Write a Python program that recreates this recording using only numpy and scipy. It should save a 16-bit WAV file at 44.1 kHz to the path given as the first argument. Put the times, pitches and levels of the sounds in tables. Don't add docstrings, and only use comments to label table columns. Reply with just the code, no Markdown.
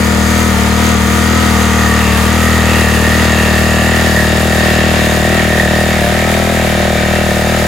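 import sys
import numpy as np
from scipy import signal
from scipy.fft import rfft, irfft, next_fast_len
from scipy.io import wavfile
from scipy.ndimage import map_coordinates

SR = 44100
rng = np.random.default_rng(int(sys.argv[2]) if len(sys.argv) > 2 else 0)


def put_to_file(sound):
    columns = np.atleast_2d(sound).T
    safe = np.clip(columns, -1, 1)
    whole_steps = np.round(safe * 32767)
    wavfile.write(sys.argv[1], SR, whole_steps.astype(np.int16))


N = 338247

# [t/s, firing rate/Hz]
ENGINE_SPEED = [(0.0, 39.23), (0.2, 38.76), (0.36, 39.28), (0.4, 40.46), (0.48, 39.66), (0.56, 37.4),
                (0.88, 40.16), (1.0, 38.3), (1.4, 40.46), (1.56, 38.46), (1.64, 39.25), (1.68, 38.4),
                (1.76, 39.15), (1.92, 38.4), (2.0, 39.25), (2.08, 37.62), (2.24, 38.13), (2.32, 39.58),
                (2.44, 40.47), (2.48, 39.56), (2.56, 39.91), (2.64, 38.89), (2.68, 39.66), (2.8, 39.23),
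                (2.88, 38.17), (2.92, 39.14), (3.0, 38.36), (3.2, 39.83), (3.4, 38.6), (3.56, 38.6),
                (3.6, 38.99), (3.8, 38.94), (3.88, 40.0), (4.08, 39.72), (4.2, 38.09), (4.48, 39.86),
                (4.68, 38.75), (4.8, 38.89), (4.88, 39.77), (5.0, 38.42), (5.16, 38.61), (5.2, 37.97),
                (5.24, 39.39), (5.36, 40.15), (5.52, 38.66), (5.6, 39.27), (5.64, 38.28), (5.92, 39.87),
                (6.0, 38.21), (6.04, 36.25), (6.16, 39.74), (6.52, 40.65), (6.68, 38.81), (6.92, 39.28),
                (7.0, 38.05), (7.16, 39.56), (7.32, 38.4), (7.42, 38.5), (7.52, 39.7), (7.67, 38.8)]
# [t/s, view (0 front, 1 side)]
VIEW_PATH = [(0, 0.12), (1.5, 0.22), (2.2, 0.41), (3.0, 0.56), (4.6, 0.74), (6.4, 0.92), (7.67, 0.88)]
# [t/s, level/dB before trim]
GEAR_LEVEL = [(0, -23), (.3, -24), (.8, -27), (1.2, -24), (1.45, -19), (1.7, -20), (2.4, -17.5),
              (2.75, -14.5), (3.7, -13), (3.95, -15.5), (4.22, -10), (4.43, -20.5), (4.65, -12.5),
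              (4.92, -18), (5.05, -13.5), (5.33, -15.5), (5.45, -13.5), (5.7, -12.5), (5.85, -17),
              (6.0, -14), (6.1, -19.5), (6.27, -16), (6.45, -24), (6.68, -20), (7.3, -18.5), (7.67, -22.5)]
# [order, order followed, level against it/dB]
THROB_PARTNERS = [(1, 2, -20), (3, 2, -7), (6, 5, -3)]

# [f/Hz, level/dB]
CASE_SPECTRUM = [(50, -6.5), (200, -1), (330, 3.5), (600, -1), (1080, -3.5), (1550, -1), (2150, -1.5),
                 (2500, -9.5), (3200, -6), (4400, -10.5), (5800, -16), (9000, -35)]
GEAR_SPECTRUM = [(1000, -60.5), (1580, -25.5), (1725, 5.5), (1830, 11), (1930, 9.5), (2080, -34),
                 (3000, -41.5)]
VALVE_SPECTRUM = [(3000, -30), (5800, -13), (6300, -3), (6700, 0), (7200, 0), (7700, -5), (8300, -10),
                  (16000, -22)]
SOIL_SPECTRUM = [(300, -9), (1200, -1.5), (3000, 2), (5800, 0), (8000, 1), (11000, 2), (15800, -4.5)]
CYLINDER_SPECTRUM = [(300, -18.5), (650, -12), (850, -4), (930, 0), (1050, -5), (1200, -2.5), (1450, -7),
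                     (1650, -7.5), (2200, -10.5), (3000, -17.5), (8000, -56)]
GUARD_SPECTRUM = [(1000, -30), (1900, -19), (2150, 0.5), (2330, 0.5), (2520, -5), (2800, -9), (4000, -24),
                  (8000, -36)]
MUFFLER_SPECTRUM = [(150, -17), (260, -1.5), (312, 1.5), (352, 3), (390, 2), (430, -2.5), (500, -2.5),
                    (560, -6.5), (660, -16.5), (700, 4), (740, 0.5), (790, -9), (2500, -31), (8000, -60)]
OUTLET_SPECTRUM = [(150, -2.5), (300, -16.5), (350, 1.5), (390, -4), (430, 4), (470, 0.5), (510, 1.5),
                   (550, 0.5), (590, 10.5), (628, 6), (665, 0), (703, 10), (742, 1), (780, 2), (830, -5),
                   (930, -11), (1150, -37), (2500, -41), (8000, -77)]

# [place in the engine cycle (0-1), relative level/dB]
CASE_KNOCKS = [(.05, 4.5), (0.151, 2), (.24, -1), (.32, 3), (0.671, 4.5), (.86, 6.5)]
GEAR_MESHES = [(.28, 6.7), (0.49, 1), (0.731, 8.6), (.89, 2.1)]
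VALVE_TAPS = [(.35, -8), (.675, 0), (.8, -9)]
PISTON_SLAPS = [(.165, 4.5), (0.415, 4), (0.671, -4), (0.922, 4)]
# [place in the cycle (0-1), relative level/dB]
OUTLET_PUFFS = [(.034, 0), (.342, -6)]
SHELL_PUFFS = [(.034, 0), (.284, -5)]

# [middle t/s, length t/s, level/dB]
GRIT_SCRAPES = [(2.653, 0.18, -31), (5.44, 0.29, -24.5), (5.948, 0.16, -25), (6.237, 0.16, -24),
                (6.605, 0.3, -25)]
# [middle t/s, length t/s, f/Hz, level/dB]
TINE_RINGS = [(.6, .06, 4200, -34), (.72, 0.055, 4190, -32.5)]
# [f/Hz, width/Hz, relative level/dB from the front, from halfway round, from the side]
SHEET_PANELS = [(933, 160, -5, -7.5, -24), (1365, 79, -6, -24, -14), (2352, 170, -10, -15, -6),
                (2680, 185, -22, -7.5, -10), (3655, 280, -16, -17, -9), (4740, 310, -7, -17, -15),
                (6420, 550, -3, -12, -20)]
# [order of the firing rate, rounded in use;
# then level/dB before trim at four evenly spaced views from front to side]
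CASING_HUMS = [(7, -33, -42, -52, -54), (22, -36, -40, -44, -29), (30, -37, -26, -34, -55),
               (33, -34, -31.5, -34, -43), (37, -35, -35, -40, -54), (40, -55, -62, -45, -42),
               (44, -52, -46, -28, -49), (48, -46, -30.5, -32.5, -33), (50, -53, -26, -42, -52),
               (52, -54, -44, -41, -50), (60, -53, -47, -47, -33), (63.55, -49, -34, -40, -47),
               (76.5, -56, -50, -42, -40), (87.2, -62, -53, -48, -54), (92.8, -51, -45, -44, -38),
               (94, -51, -52, -48, -49), (97.3, -54, -46, -43, -41)]

# [level/dB before trim, at evenly spaced views from front to side]
THROB_2_LEVELS = (-15, -13.5, -18)
THROB_4_LEVELS = (-32, -42, -28.5, -23, -26.5)
THROB_5_LEVELS = (-13.5, -15.5, -18.5)
SHELL_LEVELS = (-24.5, -23.5, -25, -27, -41)
OUTLET_LEVELS = (-19, -31, -21, -14.5, -13)
FAN_LEVELS = (-32, -19.5, -23, -29, -27)
SLAP_LEVELS = (-28, -24, -28.5, -34, -33)
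CLATTER_LEVELS = (-23, -19, -18.5, -18.5, -22.5)
TAPPET_LEVELS = (-26, -22.5, -23.5, -25.5, -27)
SPRAY_LEVELS = (-26.5, -24.5, -28)
CLATTER_WIDTH = (0.99, 0.57, 0.81)

LOW_HZ, TOP_HZ = 36, 15850
PANEL_TOP_HZ = 6400
CRUISE_HZ = 39
FAN_DB_PER_HZ, CLATTER_DB_PER_HZ, TAPPET_DB_PER_HZ = 1.2, 0.24, 1
SPEED_WANDER = .002
RING_SHARE = .38
RING_DRIFT = .6
RING_JITTER = .0004


def amp(db):
    return 10 ** (np.asarray(db) / 20)


def unit(x):
    return x / np.sqrt(np.mean(x ** 2) + 1e-20)


def along(points, hz):
    f, value = np.transpose(points)
    return np.interp(np.log(hz + 1), np.log(f), value)


def curves(rows):
    s, *columns = np.transpose(rows)
    return [np.interp(np.arange(N) / SR, s, column) for column in columns]


def wobble(rate):
    coarse = np.linspace(0, N, N // 16)
    knots = rng.standard_normal(int(N * rate / SR) + 4)
    return np.interp(np.arange(N), coarse, map_coordinates(knots, [coarse * rate / SR]))


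def swell(s, length, db):
    return amp(db) * np.exp(-2 * ((np.arange(N) / SR - s) / length) ** 2)


def heard(values, view):
    return np.interp(view, np.linspace(0, 1, len(values)), values)


def placed(pair, width, pan_db):
    mid, side = pair
    return np.array([mid + width * side, mid - width * side]) * amp([[pan_db / 2], [-pan_db / 2]])


def hiss():
    return rng.standard_normal((2, N))


def coloured(x, spectrum):
    m = 2 * next_fast_len(N // 2 + SR // 8)
    cepstrum = irfft(np.log(amp(along(spectrum, np.fft.rfftfreq(m, 1 / SR)))))
    cepstrum[1:m // 2] *= 2
    cepstrum[m // 2 + 1:] = 0
    response = np.exp(rfft(cepstrum))
    return unit(irfft(rfft(x, m) * response, m)[..., :N])


def resonance(x, hz, width_hz):
    return unit(signal.lfilter(*signal.iirpeak(hz, hz / width_hz, fs=SR), x))


def blows(turn, pattern, scatter_db, jitter):
    out, cycles = np.zeros(N), np.arange(int(turn[-1]) + 1)
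    for place, db in pattern:
        luck = rng.standard_normal((SR // 100, 2))[:len(cycles)]
        moments = cycles + place + jitter * luck[:, 0]
        at = np.interp(moments, turn, np.arange(N), left=-1, right=-1)
        inside = at >= 0
        out += np.bincount(at[inside].astype(int), amp(db + scatter_db * luck[inside, 1]), N)
    return out


def rattle(hits, grain, t60, bed):
    t = np.arange(SR // 16) / SR
    burst = amp(-60 * t / t60) * (1 - np.exp(-t / .0003))
    power = np.abs(signal.oaconvolve(hits ** 2, burst ** 2)[:N])
    return unit(np.sqrt(power / power.mean() + bed) * grain)


def ringing(turn):
    size = int(SR / CRUISE_HZ)
    place = (turn + RING_JITTER * wobble(60)) % 1 * size
    rings = rng.standard_normal((4, size))
    looped = [np.interp(place, np.arange(size), ring) for ring in rings]
    first, second = np.reshape(looped, (2, 2, N))
    angle = RING_DRIFT * np.arange(N) / SR
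    repeated = unit(np.cos(angle) * first + np.sin(angle) * second)
    return np.sqrt(RING_SHARE) * repeated + np.sqrt(1 - RING_SHARE) * hiss()


def greenhouse(x, t60, wet_db):
    t = np.arange(SR // 3) / SR
    tail = rng.standard_normal((2, len(t))) * amp(-60 * t / t60) * (t > .006)
    tail /= np.linalg.norm(tail[0])
    above_bass = signal.sosfilt(signal.butter(2, 350, "high", fs=SR, output="sos"), x)
    return x + amp(wet_db) * signal.fftconvolve(above_bass, tail, axes=1)[:, :N]


def soil(turn, level_db):
    density = 1500 * amp(2.5 * wobble(15)) / SR
    size_db = 2 * np.minimum(rng.exponential(size=N), 3)
    crumbs = (rng.random(N) < density) * amp(size_db)
    surge = amp(.8 * np.cos(4 * np.pi * (turn - .8)) + .9 * wobble(20) + .5 * wobble(7))
    spray = coloured(rattle(crumbs, hiss(), t60=.006, bed=1.2) * surge, SOIL_SPECTRUM)
    return amp(level_db - 2) * placed(spray, width=.9, pan_db=.3)


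def scrapes(turn):
    shaking = blows(turn, CASE_KNOCKS, scatter_db=2, jitter=.001)
    rasp = coloured(rattle(shaking, ringing(turn), t60=.014, bed=.35), GUARD_SPECTRUM)
    tine = np.zeros(N)
    for s, length, hz, db in TINE_RINGS:
        once = resonance(rng.standard_normal(N), hz, 50)
        tine += swell(s, length, db) * resonance(once, hz, 50)
    pressure = sum(swell(*row) for row in GRIT_SCRAPES)
    return pressure * placed(rasp, width=.4, pan_db=0) + tine


def fan(turn, level_db):
    surge = .001 * np.sin(2 * np.pi * turn) + .003 * wobble(45) + .0012 * wobble(160)
    vanes = np.sin(2 * np.pi * 32 * (turn + surge))
    return amp(level_db - 3.5 + 1.04 * wobble(40)) * unit(vanes) * amp([[-.7], [.7]])


def hums(turn, view):
    shaft = turn + .0012 * wobble(40)
    tone = np.zeros(N)
    for order, *levels_db in CASING_HUMS:
        phase = round(order) * shaft + rng.random() + .085 * wobble(28)
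        level = amp(heard(levels_db, view) + 1.8 * wobble(14))
        tone += level * np.sin(2 * np.pi * phase)
    strokes = amp(4 * np.cos(4 * np.pi * (turn - .83)))
    return np.sqrt(2) * amp(-0.3) * tone * unit(strokes)


def gear_whine(turn, level_db):
    surge = .0013 * np.sin(2 * np.pi * turn) + .0028 * wobble(38) + .001 * wobble(110)
    teeth = np.sin(2 * np.pi * 47 * (turn + surge))
    once_db = 2.3 * np.cos(2 * np.pi * (turn - .85))
    twice_db = 10.5 * np.cos(4 * np.pi * (turn - .83))
    load = amp(once_db + twice_db + 2.8 * wobble(50))
    return amp(level_db - 8.0) * unit(teeth * load) * amp([[-.8], [.8]])


def panels(turn, view):
    ring = np.zeros((2, N))
    hits = unit(blows(turn, CASE_KNOCKS, scatter_db=2, jitter=.0008))
    shake = 8.2 * ringing(turn) + np.array([hits, np.zeros(N)])
    for hz, width, *levels_db in SHEET_PANELS:
        flutter_db = 2.2 * wobble(7)
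        ring += resonance(shake, hz, width) * amp(heard(levels_db, view) + flutter_db)
    ring = signal.sosfilt(signal.butter(2, PANEL_TOP_HZ, fs=SR, output="sos"), ring)
    return placed(ring, width=0.053, pan_db=2.0)


def metalwork(turn, pattern, spectrum, clean, jitter, t60, bed, width, pan_db):
    hits = unit(blows(turn, pattern, scatter_db=1, jitter=jitter))
    loose = rattle(hits, ringing(turn), t60, bed)
    ring = coloured(loose + clean * np.array([hits, np.zeros(N)]), spectrum)
    return placed(ring / np.std(ring[0]), width, pan_db)


def throb(turn, order_db):
    level = dict(zip((2, 4, 5), order_db))
    for order, leader, db in THROB_PARTNERS:
        level[round(order)] = level[round(leader)] + db
    stroke = turn - .4 + .002 * wobble(35)
    tone = np.zeros(N)
    for order, db in level.items():
        lag = 1.6 * np.exp(-(order - 3) ** 2)
        phase = 2 * np.pi * order * stroke - lag + 0.092 * wobble(30)
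        tone += amp(db + 0.48 * wobble(35)) * np.cos(phase)
    return np.sqrt(2) * amp(-1.5) * tone * amp([[1.8], [-2.3]])


def gas_pulses(turn, pattern, spectrum, rough, scatter_db, jitter):
    pulses = unit(blows(turn, pattern, scatter_db, jitter))
    turbulence = rattle(pulses, hiss(), t60=.02, bed=.6)
    return coloured(pulses + rough * turbulence, spectrum)


def bark(turn, outlet_db, shell_db):
    outlet = -gas_pulses(turn, OUTLET_PUFFS, OUTLET_SPECTRUM, rough=.13, scatter_db=.8, jitter=.0015)
    shell = -gas_pulses(turn, SHELL_PUFFS, MUFFLER_SPECTRUM, rough=.055, scatter_db=.9, jitter=.002)
    return amp(outlet_db - 3.0) * outlet + amp(shell_db + 1.5) * shell * amp([[2.6], [-3.2]])


def scene():
    speed, view = curves(ENGINE_SPEED)[0], curves(VIEW_PATH)[0]
    turn = .919 + np.cumsum(speed) / SR
    turn = turn + SPEED_WANDER * wobble(9)
    racing = speed - CRUISE_HZ
    fan_db = heard(FAN_LEVELS, view) + FAN_DB_PER_HZ * racing
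    gear_db = curves(GEAR_LEVEL)[0]
    clatter_db = heard(CLATTER_LEVELS, view) + CLATTER_DB_PER_HZ * racing
    tappet_db = heard(TAPPET_LEVELS, view) + TAPPET_DB_PER_HZ * racing

    tilling = soil(turn, heard(SPRAY_LEVELS, view)) + scrapes(turn)

    case = metalwork(turn, CASE_KNOCKS, CASE_SPECTRUM, clean=.2, jitter=.0006, t60=.026, bed=.9,
                     width=heard(CLATTER_WIDTH, view), pan_db=1.5)
    gears = metalwork(turn, GEAR_MESHES, GEAR_SPECTRUM, clean=0.3, jitter=0.00097, t60=0.012, bed=0.085,
                      width=0.092, pan_db=-2.5)
    valves = metalwork(turn, VALVE_TAPS, VALVE_SPECTRUM, clean=.08, jitter=.005, t60=.013, bed=1.2,
                       width=.25, pan_db=2)
    piston = metalwork(turn, PISTON_SLAPS, CYLINDER_SPECTRUM, clean=1.5, jitter=.0013, t60=.014, bed=.3,
                       width=.5, pan_db=-1)
    load_db = 0.71 * wobble(12)
    metal = amp(clatter_db + load_db) * case
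    metal = metal + amp(gear_db - 10.0) * gears
    metal = metal + amp(tappet_db - 6.0) * valves
    metal = metal + amp(heard(SLAP_LEVELS, view)) * piston
    metal = metal + amp(clatter_db - 2.0) * panels(turn, view)

    whines = fan(turn, fan_db) + gear_whine(turn, gear_db) + hums(turn, view)
    exhaust = bark(turn, heard(OUTLET_LEVELS, view), heard(SHELL_LEVELS, view))
    order_db = [heard(levels, view) for levels in (THROB_2_LEVELS, THROB_4_LEVELS, THROB_5_LEVELS)]
    intake = throb(turn, order_db)
    return intake + greenhouse(tilling + whines + metal + exhaust, t60=.2, wet_db=-15)


def record(dry):
    m = next_fast_len(N + SR // 4)
    hz = np.fft.rfftfreq(m, 1 / SR)
    low_cut = np.clip(hz / LOW_HZ, 0, 1) ** 2
    pressure = irfft(rfft(dry, m) * low_cut, m)[:, :N]
    held = pressure / (1 + np.abs(pressure / .99) ** 12) ** (1 / 12)
    return irfft(rfft(held, m) * (hz < TOP_HZ), m)[:, :N]


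dry = scene()
out = record(dry)
put_to_file(out)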